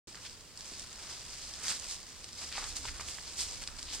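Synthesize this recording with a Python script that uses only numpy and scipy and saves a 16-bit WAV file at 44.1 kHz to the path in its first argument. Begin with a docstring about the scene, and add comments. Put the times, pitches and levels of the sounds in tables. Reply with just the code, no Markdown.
"""Dry leaves crackle in swells as an animal pushes through brush and litter in a forest at night.
The crackle is a sum of tiny brittle fractures. Sticks knock, twigs snap and steps crunch as
impulses excite damped resonances, and stems and ground scatter each sound into a short tail.
A person follows with a hand-held recorder, whose handling rumbles softly under the night air;
each microphone port resonates at a treble pitch of its own."""
import sys
import numpy as np
from scipy import signal
from scipy.fft import rfft, irfft
from scipy.io import wavfile

SR = 44100
rng = np.random.default_rng(int(sys.argv[2]) if len(sys.argv) > 2 else 0)


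def transcribe(u):
    """Save the signal u as a 16-bit wav file named by the first command-line argument.

    u: samples, shape (n,) or (channels, n), limited to [-1, 1]; the rate is SR.
    q: integer samples, one column per channel.
    """
    v = np.clip(np.atleast_2d(u).T, -1, 1)
    q = np.round(v * 32767).astype(np.int16)
    wavfile.write(sys.argv[1], SR, q)


N = 176400
T = np.arange(N) / SR
BIN_HZ = np.arange(N // 2 + 1) * SR / N
SIDES = np.array([[1], [-1]])  # left, right


def from_db(db):
    """Amplitude grows tenfold every 20 dB."""
    return 10 ** (np.asarray(db) / 20)


def unit_rms(x):
    """Dividing by the rms gives unit mean power."""
    return x / np.sqrt(np.mean(x ** 2) + 1e-20)


def envelope(rows):
    """Gain moves linearly in decibels between points in time."""
    return from_db(np.interp(T, *np.transpose(rows)))


def at_hz(points, hz):
    """A spectrum is interpolated on a logarithmic frequency axis."""
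    freqs, values = np.transpose(points)
    return np.interp(np.log(np.maximum(hz, 1)), np.log(freqs), values)


def panned(db):
    """A level difference between left and right gives direction."""
    return from_db(SIDES * db / 2)


def filtered(x, order, hz, kind="low"):
    """A maximally flat filter passes one range of frequencies."""
    return signal.sosfilt(signal.butter(order, hz, kind, fs=SR, output="sos"), x + 1e-18)


def resonate(x, hz, q, lowpass=False):
    """A damped oscillator responds as a band-pass or a resonant low-pass."""
    angle = 2 * np.pi * hz / SR
    radius = np.exp(-angle / (2 * q))
    feedback = [1, -2 * radius * np.cos(angle), radius ** 2]
    forward = [sum(feedback)] if lowpass else np.array([1, 0, -1]) * (1 - radius ** 2) / 2
    return signal.lfilter(forward, feedback, x + 1e-18)


# Likeness of the two channels. Each row: frequency in Hz, correlation from 0 to 1.
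COHERENCE = [(30, .15), (65, .5), (130, .78), (1000, .8), (3000, .4), (8000, .2)]
def stereo_noise(spectrum):
    """Partial coherence: the channels share one noise and take another with opposite signs."""
    mid, side = rfft(rng.standard_normal((2, N)))
    alike = at_hz(COHERENCE, BIN_HZ)
    both = np.sqrt(1 + alike) * mid + np.sqrt(1 - alike) * side * SIDES
    low_cut = BIN_HZ / np.hypot(BIN_HZ, 18)
    return unit_rms(irfft(both * from_db(at_hz(spectrum, BIN_HZ)) * low_cut, N))


# Spectrum of the night air. Each row: frequency in Hz, relative spectral density in dB.
AIR_SPECTRUM = [(60, 10), (150, 1.5), (300, -2), (500, -3.5), (800, -8.5), (1050, -5), (1400, -9),
                (3000, -10), (6000, -15), (9000, -17), (15500, -39.5)]
def night_air():
    """The air is stationary noise, strongest in the bass."""
    return from_db(-54.5) * stereo_noise(AIR_SPECTRUM)


def fractures(per_s, spread_db, pan_db=3.5, lag_s=.000024):
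    """Independent breaks, mostly small, take direction from differences in level and arrival time."""
    chance, pan, lag = rng.random(N), rng.standard_normal(N), rng.standard_normal(N)
    size = from_db(spread_db * np.minimum(rng.exponential(1, N), 5)) * rng.choice([-1, 1], N)
    onsets = np.flatnonzero(chance < per_s / SR)
    arrivals = onsets + SIDES * lag[onsets] * lag_s * SR / 2
    return size[onsets] * panned(pan[onsets] * pan_db), arrivals, onsets


def clicks(sizes, arrivals):
    """Impulses superpose into one train for each channel."""
    samples = np.clip(np.round(arrivals), 0, N - 1).astype(int)
    return np.array([np.bincount(at, size, N) for at, size in zip(samples, sizes)])


# Spectrum of breaking leaves. Each row: frequency in Hz, relative spectral density in dB.
LEAF_SPECTRUM = [(150, -2), (400, -1), (900, 0), (1600, -0.5), (2600, 1), (3600, 0), (4600, 0.5), (6000, 1),
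                 (8000, -3), (9500, -8), (11500, -9.5), (15500, -20.5)]
def crackle(per_s, spread_db, colour_db=4):
    """An impulse is broadband: each leaf fracture excites all bands, with a colour of its own."""
    sizes, arrivals, onsets = fractures(per_s, spread_db)
    edges_hz, out = np.geomspace(150, 16500, 23), 0
    for low, high in zip(edges_hz, edges_hz[1:]):
        colour = from_db(colour_db * np.clip(rng.standard_normal(N), -2, 2)) * rng.choice([-1, 1], N)
        band = filtered(clicks(sizes * colour[onsets], arrivals), 2, [low, high], "band")
        density = from_db(at_hz(LEAF_SPECTRUM, np.sqrt(low * high)))
        out = out + unit_rms(band) * np.sqrt(high - low) * density
    return unit_rms(out)


def flutter(depth_db=.84, cutoff_hz=22):
    """Leaves catch and let go, modulating the amplitude at random."""
    return from_db(depth_db * unit_rms(filtered(rng.standard_normal(N), 2, cutoff_hz)))


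# Continuous motion of the leaves. Each row: time in seconds, level in dB.
STIR_LEVELS = [(.07, -57.5), (.33, -56.5), (.39, -63), (.54, -63.5), (.59, -53.5), (.84, -50.5), (.9, -56),
               (1.1, -51), (1.27, -52.5), (1.45, -51.5), (1.58, -51), (1.82, -48), (2.02, -54.5),
               (2.32, -55.5), (2.66, -49.5), (2.95, -53), (3.15, -48.5), (3.22, -52), (3.52, -48.5),
               (3.59, -51), (3.74, -56), (3.86, -51.5), (4.0, -51)]
def stirring():
    """Dense fractures merge into a rustle while feet move through the litter."""
    return envelope(STIR_LEVELS) * flutter() * crackle(per_s=2200, spread_db=1.5)


def breaking_wood(rows, q, decay_s):
    """A click and a decaying burst of splinters excite the resonance of each piece."""
    out, t = np.zeros(N + SR), T[:SR // 10]
    for start_s, db, hz in rows:
        splinters = rng.standard_normal(len(t)) * np.exp(-t / decay_s(hz))
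        splinters[0] = 5.8  # the opening click
        ring = resonate(splinters, hz, q)
        ring = resonate(ring, hz, q=.45, lowpass=True)
        start = int(start_s * SR)
        out[start:start + len(t)] += from_db(db) * ring / np.abs(ring).max()
    return out[:N]


# Sticks and clods struck underfoot. Each row: start in seconds, level in dB, resonance in Hz.
STICK_KNOCKS = [(.074, -47, 306), (.146, -35, 1600), (.155, -52, 1300), (.718, -44.5, 328),
                (1.709, -44, 266), (1.717, -28, 1680), (2.58, -23, 1110), (2.649, -38, 1440),
                (2.856, -37.5, 785), (2.96, -41, 1550), (2.9975, -29.5, 1170), (3.01, -36, 1200),
                (3.185, -30.5, 1460), (3.687, -37.5, 1250)]
def knocks(decay_cycles=1.8):
    """Heavy damping ends the knock of a thick stick within a few cycles."""
    return breaking_wood(STICK_KNOCKS, q=1.7, decay_s=lambda hz: decay_cycles / hz)


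# Twigs and leaf stalks breaking. Each row: start in seconds, level in dB, resonance in Hz.
TWIG_SNAPS = [(.155, -35.5, 4200), (.2963, -35.5, 4460), (.409, -42, 4500), (.575, -32.5, 6000),
              (.608, -33.5, 4200), (.737, -36.5, 3500), (.7962, -26, 7850), (.8195, -36, 6100),
              (.929, -37, 8000), (1.538, -32, 4500), (1.682, -21, 4730), (1.7022, -20.5, 5260),
              (1.798, -30, 6500), (1.911, -28.5, 5800), (2.2432, -29.5, 4870), (2.289, -38, 3500),
              (2.3305, -33.5, 4400), (2.445, -33.5, 4500), (2.526, -31, 3520), (2.573, -28, 3500),
              (2.6415, -25.5, 4500), (2.7668, -28, 7100), (2.856, -33, 2980), (3.086, -28.5, 4000),
              (3.383, -33, 5500), (3.638, -31, 4000), (3.6755, -25, 4060), (3.829, -27, 4720),
              (3.9, -34, 4200)]
def snaps():
    """Brittle fracture of a thin twig is brief, so its spectrum is broad and bright."""
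    cracks = breaking_wood(TWIG_SNAPS, q=1, decay_s=lambda hz: .0014)
    return panned(-1) * filtered(cracks, 4, hz=9200)


def swell(t, rise, fall):
    """Amplitude rises on a bell curve to t = 0, then decays as a compressed exponential."""
    return np.exp(-.75 * np.where(t < 0, (t / rise) ** 2, np.abs(t / fall) ** 1.38))


# Weight pressed on the litter. Each row: peak time in seconds, level in dB,
# rise and fall in seconds, resonance in Hz.
STEP_CRUNCHES = [(.17, -53, 0.011, 0.025, 1600), (0.263, -47.5, 0.014, 0.01, 2950),
                 (1.06, -57, 0.17, .08, 1380), (1.705, -45, 0.081, 0.028, 1460),
                 (2.53, -43.5, .01, 0.031, 2040), (2.578, -44.5, 0.021, 0.02, 1130),
                 (2.64, -44, 0.022, .028, 1230), (2.856, -42.5, .01, 0.0048, 880),
                 (2.888, -40.5, 0.01, 0.0047, 1880), (2.965, -52.5, 0.056, .02, 1440),
                 (3.008, -52.5, 0.013, 0.032, 1190), (3.41, -58, 0.031, 0.044, 1390),
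                 (3.62, -52.5, 0.0066, .018, 2020), (3.7, -58, 0.028, 0.23, 1190),
                 (3.92, -47.5, 0.043, .04, 3360)]
def crunches():
    """Steps crush packed litter, and its coarser fractures drive a broad resonance."""
    sizes, arrivals, _ = fractures(per_s=1700, spread_db=2.5)
    train = filtered(clicks(sizes, arrivals), 2, hz=4500)
    return panned(.5) * sum(from_db(db) * swell(T - peak_s, rise, fall) * unit_rms(resonate(train, hz, q=1.7))
                            for peak_s, db, rise, fall, hz in STEP_CRUNCHES)


# Leaves swept aside. Each row: peak time in seconds, level in dB, rise and fall in seconds,
# extra body in dB, extra top in dB.
LEAF_SWEEPS = [(.258, -56, .03, 0.019, 2, 3), (.68, -57, .04, 0.029, -3, 5),
               (1.035, -52, 0.016, .03, 3, -1), (1.13, -48.5, .03, 0.051, -3.5, -4.5),
               (1.34, -49, 0.023, 0.011, -1, 0), (1.43, -48.5, 0.041, 0.09, -20, -4),
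               (1.665, -40, 0.03, 0.036, -3, 3), (1.708, -38.5, 0.032, 0.037, -4.5, 1),
               (1.915, -42.5, 0.034, 0.031, -9, -0.5), (2.385, -46.5, 0.013, 0.044, -8, -5),
               (2.44, -49.5, 0.041, .035, 4.5, 2), (2.6, -44, 0.056, 0.028, 0, -2),
               (2.693, -47, 0.036, 0.013, -13, 1.5), (2.768, -41.5, .011, 0.018, -3, 3.5),
               (2.885, -47.5, 0.06, 0.024, -1.5, 0.5), (3.012, -43.5, 0.0077, 0.008, 1.5, 1),
               (3.095, -50.5, 0.036, 0.048, 1, 5.5), (3.285, -47.5, 0.029, 0.024, -6, -20),
               (3.404, -39, 0.028, 0.05, -10.5, 2.5), (3.622, -47, 0.0089, 0.013, 1.5, 2.5),
               (3.791, -42, 0.0051, 0.0041, -2.5, -2.5), (3.948, -42.5, 0.02, 0.018, -3.5, 3.5)]
def sweeps(body_hz=2380, top_hz=6360):
    """A body brushes the leaves; overlapping sweeps are incoherent and add in power in three bands."""
    spectrum = rfft(crackle(per_s=3500, spread_db=1))
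    body = 1 / (1 + (BIN_HZ / body_hz) ** 4)
    top = 1 - 1 / (1 + (BIN_HZ / top_hz) ** 8)
    bands = [irfft(spectrum * share, N) for share in (body, 1 - body - top, top)]
    power = sum((from_db([[db + body_db], [db], [db + top_db]]) * swell(T - peak_s, rise, fall)) ** 2
                for peak_s, db, rise, fall, body_db, top_db in LEAF_SWEEPS)
    return flutter() * sum(band * gain for band, gain in zip(bands, np.sqrt(power)))


# Strength of the handling. Each row: time in seconds, level in dB.
HANDLING_LEVELS = [(.07, -93), (.6, -72), (1.1, -58), (1.8, -59.5), (2.15, -62), (2.48, -57.5), (2.62, -52),
                   (2.9, -45.5), (3.1, -52), (3.27, -59), (3.45, -50.5), (3.75, -52), (4.0, -52.5)]
# Spectrum of its rumble. Each row: frequency in Hz, relative spectral density in dB.
RUMBLE_SPECTRUM = [(20, -4.5), (33, 7), (48, -8), (66, 5.5), (90, -16), (115, -9), (160, -27), (300, -18),
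                   (1000, -70)]
def handling():
    """Structure-borne vibration from the hand reaches the microphones as a low rumble."""
    return from_db(.5) * panned(.5) * envelope(HANDLING_LEVELS) * stereo_noise(RUMBLE_SPECTRUM)


def thicket(x, wet_db, t60_s=.09, low_cut_hz=1600):
    """Scattering from stems and ground gives each band a diffuse tail, different on each side."""
    edges_hz, out = np.geomspace(600, 10000, 6), x
    retained = from_db(-120 / (t60_s * SR))  # share of power left after one sample
    for low, high in zip(edges_hz, edges_hz[1:]):
        incident = filtered(x[0], 3, [low, high], "band")
        power = signal.lfilter([1 - retained], [1, -retained], incident ** 2)
        diffuse = unit_rms(filtered(rng.standard_normal((2, N)), 3, [low, high], "band"))
        out = out + from_db(wet_db) * low / np.hypot(low, low_cut_hz) * np.sqrt(power) * diffuse
    return out


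def scene():
    """Leaves, steps and wood superpose with their scattered sound, over air and handling rumble."""
    background = night_air() + handling()
    leaves = thicket(stirring(), wet_db=-8) + thicket(sweeps(), wet_db=-8)
    steps = thicket(crunches(), wet_db=-18)
    wood = thicket(snaps() + knocks(), wet_db=-4.5)
    return background + leaves + steps + wood


# Microphone ports, left then right. Each row: resonance in Hz, quality factor, gain in dB.
MIC_PORTS = [(5060, 4.16, -3.4), (7830, 2.98, -1.05)]
def record(dry, start_s=.072, cutoff_hz=15800):
    """Each port is a resonant low-pass; hiss is added, the recorder starts and the top is cut."""
    ported = np.array([from_db(db) * resonate(x, hz, q, lowpass=True)
                       for x, (hz, q, db) in zip(dry, MIC_PORTS)])
    hiss = from_db(-66.5) * rng.standard_normal((2, N))
    top_cut = signal.ellip(12, .1, 80, cutoff_hz, fs=SR, output="sos")
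    return signal.sosfilt(top_cut, (ported + hiss) * (T >= start_s))


dry = scene()
out = record(dry)
transcribe(out)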